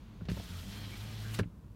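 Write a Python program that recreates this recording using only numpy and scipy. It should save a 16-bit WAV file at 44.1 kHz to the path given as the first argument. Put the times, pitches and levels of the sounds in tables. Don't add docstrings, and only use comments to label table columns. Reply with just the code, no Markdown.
import sys
import numpy as np
from scipy import signal
from scipy.fft import rfft, irfft
from scipy.io import wavfile
from scipy.ndimage import uniform_filter1d

SR = 44100
rng = np.random.default_rng(int(sys.argv[2]) if len(sys.argv) > 2 else 0)


def digitize_waveform(pressure):
    field = np.atleast_2d(pressure).T
    bounded = np.clip(field, -1, 1)
    quanta = np.round(bounded * 32767).astype(np.int16)
    wavfile.write(sys.argv[1], SR, quanta)


N = 77175
T = np.arange(N) / SR
START_S, STOP_S = 0.2903, 1.4025
RISE_S, STALL_S = 0.0086, 0.0082


def undb(db):
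    return 10 ** (np.asarray(db) / 20)


def unit(x):
    return x / np.sqrt(np.mean(x ** 2))


def curve(table, column):
    rows = np.array(table)
    return np.interp(T, rows[:, 0], rows[:, column])


def colour(x, points, muffle_hz=None):
    f = np.maximum(np.fft.rfftfreq(N, 1 / SR), 1)
    hz, db = np.array(points).T
    gain = undb(np.interp(np.log(f), np.log(hz), db))
    gain = gain * np.minimum(1, f / hz[0]) ** 4 * np.minimum(1, hz[-1] / f) ** 4
    if muffle_hz:
        gain = gain / np.hypot(1, (f / muffle_hz) ** 3)
    return unit(irfft(rfft(x) * gain, N))


def noise(points, muffle_hz=None):
    return colour(rng.standard_normal(N), points, muffle_hz)


def walk(rate):
    k = int(SR / rate)
    steps = np.repeat(rng.standard_normal(N // k + 1), k)
    return unit(uniform_filter1d(steps, k)[:N])


def fade(start, t60):
    return (T >= start) * np.exp(-np.log(1000) * np.maximum(T - start, 0) / t60)


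def swell(centre, width):
    return np.exp(-.5 * ((T - centre) / width) ** 2)


def ring(modes, start, stretch=1):
    out = 0
    for hz, db, t60 in modes:
        out = out + undb(db) * fade(start, t60 * stretch) * np.cos(2 * np.pi * hz * (T - start))
    return out


def reflect(x, t60, db):
    echoes = rng.standard_normal(N) * fade(0, t60)
    return x + undb(db) * signal.fftconvolve(x, echoes / np.linalg.norm(echoes))[:N]


def started():
    return np.clip((T - START_S) / RISE_S, 0, 1)


def moving():
    return started() * np.exp(-np.maximum(T - STOP_S, 0) / STALL_S)


def cabin():
    # f/Hz, relative level/dB
    rumble_points = [(28, -11), (52, 1), (80, -4), (110, -0.5), (150, -10), (210, -5), (250, -14.5),
                     (290, -13.5), (340, -20), (410, -21), (580, -27), (800, -36), (1000, -32),
                     (1300, -43.5)]
    # f/Hz, relative level/dB
    hiss_points = [(300, -7), (1000, 13), (2000, 1), (4000, -2.5), (9000, -8), (15000, -7.5)]
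    rumble_db, hiss_db = -50.5, -71.5
    return undb(rumble_db) * noise(rumble_points) + undb(hiss_db) * noise(hiss_points)


def cable_slack():
    # f/Hz, relative level/dB
    rub_points = [(500, 1), (800, 5), (2000, 1), (3400, 1), (4700, -2.5), (5200, -9), (6600, -7.5),
                  (7500, -19), (15000, -25)]
    level_db = -68
    return undb(level_db) * noise(rub_points) * (1 - started())


def knocks():
    # t/s, clack and ring gain/dB, tick gain/dB, decay time factor, muffled above f/Hz
    hits = [(0.209, -49.5, -53, 0.99, 1410), (0.253, -56.5, -54.5, 1.56, 6200),
            (0.285, -48, -42, 2.3, 4970), (0.298, -47.5, -47, 0.73, 6000), (0.314, -58, -44.5, 0.82, 7000),
            (0.370, -53.5, -41.5, 1.17, 1000), (0.397, -52.5, -42, 1.04, 1050),
            (1.389, -34, -32.5, 0.84, 12000), (1.395, -26, -47, 0.69, 5000), (1.431, -59, -46, 1.07, 2280)]
    # f/Hz, relative level/dB
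    clack_points = [(190, -4), (270, -8), (350, 9), (450, 3.5), (580, 4.5), (720, -13.5), (950, -8.5),
                    (1500, -3), (1900, -11.5), (2300, -21), (3500, -42), (8000, -48), (15000, -60)]
    tick_points = [(300, 10), (1000, -1.5), (1600, 2), (2700, 5), (4000, 1.5), (6000, -6), (9000, -7.5),
                   (15000, -16)]
    # f/Hz, relative level/dB, t60/s before the decay time factor
    frame_modes = [(295, -9.5, 0.21), (402.7, -3, 0.084), (483.5, -20, 0.17), (530, -16, 0.073),
                   (622, -27, 0.12), (1240, -16, 0.027), (1400, -16, 0.033), (1642, -6, 0.036),
                   (2250, -9, 0.03), (2700, -9, 0.03)]
    clack_t60_s, tick_t60_s = 0.071, 0.049
    contact_s = 0.0011
    tail_t60_s, tail_db = 0.2, -20
    out = 0
    for start, clack_db, tick_db, stretch, muffle_hz in hits:
        clack = noise(clack_points, muffle_hz) * fade(start, clack_t60_s * stretch)
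        audible_modes = [mode for mode in frame_modes if mode[0] < muffle_hz]
        body = clack + ring(audible_modes, start, stretch)
        tick = noise(tick_points, muffle_hz) * fade(start, tick_t60_s * stretch)
        contact = np.clip((T - start) / contact_s, 0, 1)
        out = out + (undb(clack_db) * body + undb(tick_db) * tick) * contact
    return reflect(out, tail_t60_s, tail_db)


def wall_shudder():
    centre_s, width_s, hz, peak_db = 0.33, 0.065, 61.85, -40
    return undb(peak_db) * swell(centre_s, width_s) * np.sin(2 * np.pi * hz * T)


def thumps():
    # t/s, gain/dB, length of the push/s, extra gain of the upper modes/dB
    shoves = [(0.219, -39.5, .003, 3), (0.288, -36.5, 0.0042, 10), (0.3162, -30, 0.0023, 0.5),
              (1.391, -35.5, 0.00193, 5.5), (1.411, -24.5, 0.0035, -3), (1.457, -37, 0.0039, 1.5),
              (1.474, -45, 0.0036, 2)]
    # f/Hz, relative level/dB, t60/s
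    boom_modes = [(102, 4, 0.088), (164, 2.5, 0.111), (215, -19, 0.053)]
    out = 0
    for start, db, push_s, upper_db in shoves:
        push = np.sin(np.pi * np.minimum(T / push_s, 1)) ** 2
        boom = ring(boom_modes[:1], start) + undb(upper_db) * ring(boom_modes[1:], start)
        out = out + undb(db) * signal.fftconvolve(boom, push / push.sum())[:N]
    return out


def motor():
    # t/s, speed f/Hz, fundamental level/dB, octave level/dB
    course = [(0.3, 94, -56, -53), (0.4, 100.6, -41, -50), (0.45, 89, -68, -61),
              (0.52, 87.14, -43.5, -47.5), (0.61, 88.22, -44.5, -66), (0.65, 91.8, -64, -57),
              (0.68, 98.6, -45, -46), (0.77, 103, -52, -56), (0.86, 102, -43.5, -58.5),
              (0.95, 99.8, -53.5, -51.5), (1.01, 105, -42.5, -64), (1.09, 108.6, -45.5, -57.5),
              (1.2, 106.7, -43, -57.5), (1.3, 107.3, -42, -55.5), (1.39, 111.7, -42.5, -58)]
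    # multiple of the speed, level/dB
    partials = [(0.5, -56.5), (2.75, -64.5), (3, -67.5), (4, -69.5), (5, -76), (7, -72)]
    # f/Hz, relative level/dB
    drive_points = [(42, -17), (54, 0), (72, 2), (105, -4), (140, 3.5), (200, 0), (250, -11), (300, -21),
                    (360, -12.5), (410, -13), (1000, -25.5)]
    drive_db = -54
    wobble = 0.01105
    flutter_db = 0.68
    speed_hz = curve(course, column=1) * (1 + wobble * walk(40.3))
    phase = 2 * np.pi * np.cumsum(speed_hz) / SR
    hum = undb(curve(course, column=2) + flutter_db * walk(30.1)) * np.sin(phase)
    hum = hum + undb(curve(course, column=3) + 2 * flutter_db * walk(45.2)) * np.sin(2 * phase)
    for multiple, db in partials:
        level = undb(db + 2 * flutter_db * walk(26.2))
        hum = hum + level * np.sin(multiple * phase + rng.uniform(0, 2 * np.pi))
    return (np.sqrt(2) * hum + undb(drive_db) * noise(drive_points)) * moving()


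def slide():
    # f/Hz, relative level/dB
    felt_points = [(250, 7), (450, -2), (600, 3), (760, -0.5), (1100, 0.5), (1500, 2.5), (1950, 2.5),
                   (2400, 2.5), (3200, 3.5), (3650, 1.5), (4300, 2.5), (4750, -2), (5200, 0), (6000, -4),
                   (8500, -9), (9800, -9), (10500, -12), (11500, -9), (12800, -8.5), (15500, -13.5)]
    # t/s, below 2.6 kHz level/dB, 2.6-6 kHz level/dB, treble level/dB
    band_levels = [(0.3, -56.5, -53.5, -52), (0.45, -55, -53, -53), (0.66, -55.5, -53, -51.5),
                   (0.74, -51, -51, -50), (0.87, -52.5, -53.5, -53.5), (0.93, -52, -51.5, -52.5),
                   (1.02, -52, -54, -53.5), (1.16, -51.5, -52.5, -53), (1.28, -52.5, -51.5, -51),
                   (1.35, -51.5, -51.5, -47.5), (1.39, -48.5, -48.5, -53.5)]
    # t/s, Gaussian half length/s, f/Hz, full width at half amplitude/Hz, level/dB
    resonances = [(0.547, 0.057, 1336, 300, -61), (0.822, 0.19, 3180, 150, -61.5),
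                  (0.80, 0.054, 4250, 450, -62), (0.937, 0.014, 2270, 200, -53), (0.982, .2, 4020, 60, -73),
                  (1.262, 0.038, 1580, 300, -57.5), (1.35, .04, 2850, 350.6, -58)]
    slips_per_s, slip_share, flicker_db = 700, 0.41, 1.0
    reflect_t60_s, reflect_db = 0.13, -9.5
    slips = unit((rng.random(N) < slips_per_s / SR) * rng.standard_normal(N))
    friction = reflect(rng.standard_normal(N) + slip_share * slips, reflect_t60_s, reflect_db)
    rub = rfft(colour(friction, felt_points))
    f = np.fft.rfftfreq(N, 1 / SR)
    band = np.searchsorted([2600, 6000], f)
    out = 0
    for k in range(len(band_levels[0]) - 1):
        level_db = curve(band_levels, column=k + 1) + flicker_db * walk(59.9)
        out = out + irfft(rub * (band == k), N) * undb(level_db)
    for centre, length, hz, width, db in resonances:
        response = 1 / (1 + (2 * (f - hz) / width) ** 2)
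        resonance = unit(irfft(rfft(rng.standard_normal(N)) * response, N))
        out = out + undb(db) * resonance * swell(centre, length)
    return out * moving()


def seal():
    # f/Hz, relative level/dB
    seal_points = [(1200, -1), (2500, 1), (3700, 5), (6000, -7), (9500, -1), (11000, -14), (15000, -12)]
    brush_s, brush_width_s, brush_db = 1.348, 0.005, -43
    settle_t60_s, settle_db = 0.42, -70.5
    brush = undb(brush_db) * noise(seal_points) * swell(brush_s, brush_width_s)
    settle = undb(settle_db) * noise(seal_points) * fade(STOP_S, settle_t60_s)
    return brush + settle


def scene():
    cabin_and_knocks = cabin() + cable_slack() + knocks()
    return (cabin_and_knocks + wall_shudder() + thumps() + motor() + slide() + seal())[None]


def record(dry):
    return signal.sosfilt(signal.ellip(10, .2, 70, 15800, fs=SR, output="sos"), dry)


dry = scene()
out = record(dry)
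digitize_waveform(out)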